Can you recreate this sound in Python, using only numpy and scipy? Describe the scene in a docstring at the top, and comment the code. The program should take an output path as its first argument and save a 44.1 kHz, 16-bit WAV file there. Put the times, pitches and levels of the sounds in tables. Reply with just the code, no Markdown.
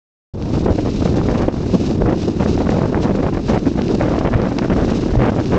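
"""On a dog sled over packed snow, the headwind beating on a small camera's microphone.
Slow eddies rumble and throb in the microphone port; strong gusts tear into small eddies and slap it.
The runners hiss through the snow, ice crumbs tick on the camera and the frame booms over ruts.
Gain control and a limiter duck the hardest blows."""
import sys
import numpy as np
from scipy import signal
from scipy.fft import rfft, irfft, next_fast_len
from scipy.io import wavfile
from scipy.ndimage import uniform_filter1d

SR = 44100
rng = np.random.default_rng(int(sys.argv[2]) if len(sys.argv) > 2 else 0)


def transcribe(u):
    """Save the signal u as a 16-bit wav file named by the first command-line argument.

    u: samples, shape (n,) or (channels, n), limited to [-1, 1]; the rate is SR.
    q: integer samples, one column per channel.
    """
    v = np.clip(np.atleast_2d(u).T, -1, 1)
    q = np.round(v * 32767).astype(np.int16)
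    wavfile.write(sys.argv[1], SR, q)


N = 246078
TIME = np.arange(N) / SR
EDDY_HALF_SAMPLES = 3000


def amp(db):
    """Decibels to gain."""
    return 10 ** (np.asarray(db) / 20)


def unit(x):
    """Scales to rms 1."""
    return x / np.sqrt(np.mean(x ** 2) + 1e-20)


def follow(curve):
    """Interpolates (t/s, value) points at every sample."""
    return np.interp(TIME, *np.transpose(curve))


def bells(events):
    return sum(amp(db) * np.exp(-((TIME - at_s) / half_s) ** 2) for at_s, db, half_s in events)


def colour(x, spectrum):
    """Filters by (f/Hz, level/dB) points; rms 1."""
    hz, db = np.transpose(spectrum)
    size = next_fast_len(N + 8192)
    bins_hz = np.fft.rfftfreq(size, 1 / SR)
    gain = amp(np.interp(np.log(bins_hz + 1), np.log(hz), db))
    return unit(irfft(rfft(x, size) * gain, size)[:N])


def flutter(hz):
    """Low-passed noise, rms 1."""
    return unit(signal.sosfilt(signal.butter(2, hz, fs=SR, output="sos"), rng.standard_normal(N)))


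def steady(x, samples):
    """Divides out the running rms."""
    power = uniform_filter1d(uniform_filter1d(x ** 2, samples), samples)
    return x / np.sqrt(abs(power) + 1e-9)


def add(mix, at_s, sound):
    """Mixes a sound in at a time."""
    part = mix[max(round(at_s * SR), 0):][:len(sound)]
    part += sound[:len(part)]


# Large-eddy spectrum: f/Hz, relative level/dB
RUMBLE_SPECTRUM = [(10, -31), (22, -2), (55, 3), (90, 3.5), (130, 4), (220, -22), (500, -84.5)]
# Large-eddy strength: t/s, level/dB
RUMBLE_LEVEL = [(0.5, -18.5), (0.61, -21.5), (0.73, -15), (0.75, -26), (1.12, -17.5), (1.16, -20.5),
                (1.91, -22.5), (2.08, -18.5), (2.18, -35.5), (2.46, -19), (2.83, -23.5), (4.47, -25.5),
                (4.53, -43), (4.69, -19), (5.03, -25), (5.2, -11.5), (5.27, -32), (5.58, -23)]


def rumble(gust, trim_db=-1, gust_db=-4):
    """Large, slow eddies rumble; gusts add to them."""
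    noise = steady(colour(rng.standard_normal(N), RUMBLE_SPECTRUM), samples=3400)
    return noise * np.hypot(amp(follow(RUMBLE_LEVEL) + trim_db), amp(gust_db) * gust)


# Headwind between gusts: t/s, level/dB
BREEZE_LEVEL = [(.5,-29.5),(.95,-39),(1.2,-28.5),(1.65,-33),(2.3,-39.5),(2.8,-29.5),(3.42,-42.5),(3.7,-34.5),(4.2,-34.5),(4.9,-33.5),(5.3,-27),(5.47,-38)]
# Small-eddy spectrum: f/Hz, relative level/dB
TEAR_SPECTRUM = [(150, -30.5), (330, -11), (480, 6.5), (720, -0.5), (1000, -6.5), (1500, -12.5),
                 (2300, -19.5), (3200, -27), (5000, -45.5), (9000, -56.5)]
# Eddy fineness as treble lift: t/s, level/dB
TREBLE_LIFT = [(.4,-10.5),(.75,-4),(1.3,-1),(2,-5.5),(2.45,1),(2.8,-5.5),(3.2,-0.5),(3.55,0.5),(4.05,0),(4.4,0.5),(5.15,1),(5.58,0.5)]


def tearing(gust, pressure, throb, trim_db=1, gust_db=-1.5, ragged_db=2.5, fill=0.28, brighten=0.16):
    """The flow separates at pressure crests and breaks into small eddies."""
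    flow = np.hypot(amp(follow(BREEZE_LEVEL)), amp(gust_db) * gust)
    excess_db = 20 * np.log10(flow / np.median(flow))
    crests = (pressure ** 2 + 0.042) ** 0.46
    spits = crests * amp(ragged_db * unit(1.2 * throb + flutter(hz=201)))
    spits = spits ** np.clip(amp(-fill * excess_db), 0.5, 1)  # merge into a roar in strong gusts
    tear = steady(colour(rng.standard_normal(N) * spits, TEAR_SPECTRUM), samples=800)
    treble = signal.sosfiltfilt(signal.butter(2, 1100, "high", fs=SR, output="sos"), tear)
    lift_db = brighten * excess_db + follow(TREBLE_LIFT)  # faster air sheds smaller eddies
    return (tear + treble * (amp(lift_db) - 1)) * flow * amp(trim_db)


# Mid-size eddies in the port: f/Hz, relative level/dB
PORT_SPECTRUM = [(40, -16), (90, -8), (140, -3.5), (195, 0), (260, -1.5), (330, -2), (420, -8), (600, -24),
                 (1000, -33), (2000, -45), (5000, -89.5)]
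# Steady wind pressure in the port: t/s, level/dB
PORT_LEVEL = [(.5,-20),(.7,-17.5),(.84,-21),(1.1,-16.5),(1.45,-19.5),(1.65,-21),(1.8,-17),(2.1,-18),(2.35,-20),(2.5,-16.5),(2.85,-20),(3.1,-17.5),(3.42,-22.5),(3.9,-17),(4.2,-23.5),(4.8,-16),(5.1,-18.5),(5.58,-19.5)]


def port_wind(gust, gust_db=2.5, throb_db=3):
    """Mid-size eddies throb in the port as the flow surges and slackens; small ones tear off them."""
    throb = flutter(hz=41.7)
    noise = rng.standard_normal(N) * amp(throb_db * throb)
    pressure = steady(colour(noise, PORT_SPECTRUM), samples=1800)
    strength = np.hypot(amp(follow(PORT_LEVEL)), amp(gust_db) * gust)
    return pressure * strength + tearing(gust, pressure, throb)


# Snow friction spectrum: f/Hz, relative level/dB
SNOW_SPECTRUM = [(300, 5.5), (1000, 4), (2000, -0.5), (2750, 6.5), (3200, 1.5), (3850, 5.5), (4400, 3.5),
                 (5300, 3.5), (6300, -0.5), (7300, -5.5), (8200, -15.5), (9000, -42)]
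# Runners biting into snow: t/s, level/dB, half width/s
RUNNER_SWISHES = [(.55,-41.5,0.11),(.76,-43,0.058),(1.0,-39.5,0.15),(1.38,-47.5,0.25),(1.82,-39.5,0.13),(2.22,-42.5,0.071),(2.5,-40,0.13),(2.75,-46,0.13),(3.035,-36.5,.025),(3.5,-39.5,0.048),(3.85,-46.5,0.3),(4.16,-48,0.045),(4.56,-44.5,0.062),(4.95,-41.5,0.22),(5.5,-41.5,0.12)]


def runners(trim_db=2.5, glide_db=-47, rut_db=-28, crunch_db=-8, grains_per_s=400, judder_db=2.17):
    """Snow crystals shear under the runners; coarse ones crunch. Swishes and ruts add load."""
    onsets = rng.random(N) < grains_per_s / SR
    grain_db = 4 * np.minimum(rng.exponential(1, N), 4)
    hiss = rng.standard_normal(N)
    crunch = unit(onsets * amp(grain_db) * rng.choice([-1, 1], N))
    friction = colour(hiss + amp(crunch_db) * crunch, SNOW_SPECTRUM)
    ruts = amp(rut_db) * bells(RUT_JOLTS)
    load = np.sqrt(amp(glide_db) ** 2 + bells(RUNNER_SWISHES) ** 2 + ruts ** 2)
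    return friction * load * amp(trim_db + judder_db * flutter(hz=30.8))


# Ice striking the camera: t/s, peak level/dB
CRUMB_HITS = [(.424, -18), (1.911, -20), (3.8193, -16), (3.8823, -17.5), (4.19, -18), (4.418, -19.5),
              (4.587, -8), (5.458, -18)]


def ice_crumbs(case_hz=2700, rim_hz=4700, rim_db=-2, t60_s=0.0016, band_hz=(1800, 6000)):
    """Each crumb gives the plastic case one dry, heavily damped tick."""
    out, t = np.zeros(N), np.arange(300) / SR
    modes = np.sin(2 * np.pi * case_hz * t) + amp(rim_db) * np.sin(2 * np.pi * rim_hz * t)
    bandpass = signal.butter(4, band_hz, "band", fs=SR, output="sos")
    tick = signal.sosfilt(bandpass, modes * amp(-60 * t / t60_s))
    for at_s, db in CRUMB_HITS:
        add(out, at_s, amp(db) * tick / abs(tick).max())
    return out


# Gusts at the port's edge: start t/s, length/s, level/dB
GUST_EVENTS = [(0.531, 0.051, -22.5), (0.653, 0.086, -19), (0.772, 0.03, -19.5), (0.845, 0.054, -23.5),
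               (1, 0.043, -24.5), (1.049, 0.04, -21), (1.15, 0.024, -31), (1.278, 0.18, -23.5),
               (1.476, 0.027, -13.5), (2.005, 0.029, -17.5), (2.047, 0.104, -20), (2.391, 0.052, -20.5),
               (2.45, 0.051, -28.5), (2.596, 0.036, -19.5), (2.654, 0.026, -21), (2.683, 0.2, -22),
               (2.919, 0.093, -23.5), (3.018, 0.11, -21.5), (3.134, 0.072, -27), (3.177, 0.035, -21),
               (3.218, 0.082, -22.5), (3.32, 0.084, -25), (3.476, 0.11, -20), (3.652, 0.032, -23),
               (3.772, 0.043, -20.5), (3.991, 0.248, -22), (4.237, 0.066, -20.5), (4.311, 0.18, -20.5),
               (4.501, 0.028, -22), (4.573, 0.026, -20.5), (4.615, 0.05, -22), (4.695, 0.049, -19.5),
               (4.756, 0.1, -22), (4.873, 0.075, -24), (5.186, 0.13, -19.5), (5.321, 0.03, -23.5),
               (5.36, 0.054, -21), (5.511, 0.079, -18.5)]


def gusts(attack_s=0.011, release_s=0.016, overhang_s=0.0041, sag_db=2):
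    """Gust envelope: each rises quickly, sags and drops away."""
    out = np.zeros(N)
    for start_s, length_s, db in GUST_EVENTS:
        attack = np.clip((TIME - start_s) / attack_s, 0, 1)
        progress = np.clip((TIME - start_s) / length_s, 0, 1)
        release = np.clip((start_s + length_s + overhang_s - TIME) / release_s, 0, 1)
        out = np.maximum(out, amp(db + sag_db * (0.5 - progress)) * attack * release)
    return out


def eddy(base_hz, half_s, rise=0):
    """Pressure swings under a centred Gaussian; rise quickens them at the core."""
    t = np.arange(-EDDY_HALF_SAMPLES, EDDY_HALF_SAMPLES) / SR
    bell = np.exp(-(t / half_s) ** 2)
    cycles = rng.random() + np.cumsum(base_hz * (1 + rise * bell)) / SR
    return bell * np.sin(2 * np.pi * cycles)


# Hardest eddies: t/s, body level/dB, crack level/dB
EDDY_SLAPS = [(0.661, -8, -38), (1.056, -9, -39), (1.182, -9.5, -28), (1.285, -9, -21), (1.485, -3, -19.5),
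              (2.02, -4.5, -32), (2.46, -11.5, -20.5), (2.576, -11.5, -29.5), (2.69, -8, -21),
              (2.944, -8.5, -16), (3.231, -12, -26), (3.56, -10.5, -34), (4.01, -4, -18.5),
              (4.261, -11, -23), (4.634, -13, -27), (5.154, -8.5, -36)]
# Very large eddies: t/s, level/dB, f/Hz, half width/s
EDDY_THUMPS = [(0.707, -12, 85, 0.016), (2.026, -19, 44.4, 0.03), (4.358, 1.5, 88, 0.0046),
               (5.133, -8.5, 81.4, 0.0071), (5.186, -8, 50.9, 0.021)]


def buffets(body_hz=320, crack_hz=1650, crack_trim_db=8, slap_delay_s=0.002034):
    """Single eddies cross the port: large ones thump, hard ones slap with a dry crack at the core."""
    out, lead_s = np.zeros(N), EDDY_HALF_SAMPLES / SR
    for at_s, db, hz, half_s in EDDY_THUMPS:
        add(out, at_s - lead_s, amp(db) * eddy(hz, half_s))
    for at_s, body_db, crack_db in EDDY_SLAPS:
        speed = rng.uniform(0.74, 1.15)
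        body = amp(body_db) * eddy(body_hz * speed, half_s=0.0014, rise=1)
        crack = amp(crack_db + crack_trim_db) * eddy(crack_hz * speed, half_s=0.0004)
        add(out, at_s + slap_delay_s - lead_s, body + crack)
    return out


# Jolts over ruts: t/s, level/dB, half width/s
RUT_JOLTS = [(1.17,-17.5,0.024),(1.752,-2,0.015),(1.82,-14.5,0.015),(1.905,-14,0.02),(2.284,-10.5,.009),(2.49,-14,0.013),(3.5,-14.5,0.017),(3.675,-9.5,0.015),(3.912,-14,0.018),(3.95,-11.5,0.014)]
# Sled frame modes: f/Hz, bandwidth/Hz, relative level/dB
FRAME_MODES = [(198, 120, 19.5), (286, 110, -20), (353, 39, 13)]


def frame_booms():
    """Each rut shakes the sled; its frame booms in three low modes."""
    shaking = flutter(hz=496)
    boom = sum(amp(db) * signal.lfilter(*signal.iirpeak(hz, hz / width_hz, fs=SR), shaking)
               for hz, width_hz, db in FRAME_MODES)
    return bells(RUT_JOLTS) * steady(boom, samples=900)


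def ducking(over_db, release_db_per_s):
    """Gain reduction in dB: fast attack, constant-rate release."""
    fall_db = TIME * release_db_per_s
    held_db = np.maximum.accumulate(np.maximum(over_db, 0) + fall_db) - fall_db
    return uniform_filter1d(held_db, size=40)


def scene():
    """Wind and sled at one microphone."""
    gust = gusts()
    wind = rumble(gust) + port_wind(gust) + buffets()
    return (wind + runners() + frame_booms() + ice_crumbs())[None]


def record(dry, open_s=0.336, fade_db=-8, fade_s=0.21, threshold_db=-14, squeeze=0.21, ceiling=0.7):
    """The microphone opens and fades up; then gain control, peak limiter and a steep low-pass."""
    x = dry[0] * np.clip((TIME - open_s) / 0.002, 0, 1)
    x = x * amp(fade_db * np.clip(1 - (TIME - open_s) / fade_s, 0, 1))
    power_db = 10 * np.log10(abs(uniform_filter1d(x ** 2, size=600)) + 1e-12)
    x = x * amp(-squeeze * ducking(power_db - threshold_db, release_db_per_s=45))
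    over_db = 20 * np.log10(abs(x) / ceiling + 1e-9)
    x = x * amp(-ducking(over_db, release_db_per_s=130))
    lowpass = signal.firwin(401, cutoff=8900, window=("kaiser", 9), fs=SR)
    return signal.oaconvolve(np.clip(x, -ceiling, ceiling), lowpass, "same")[None]


dry = scene()
out = record(dry)
transcribe(out)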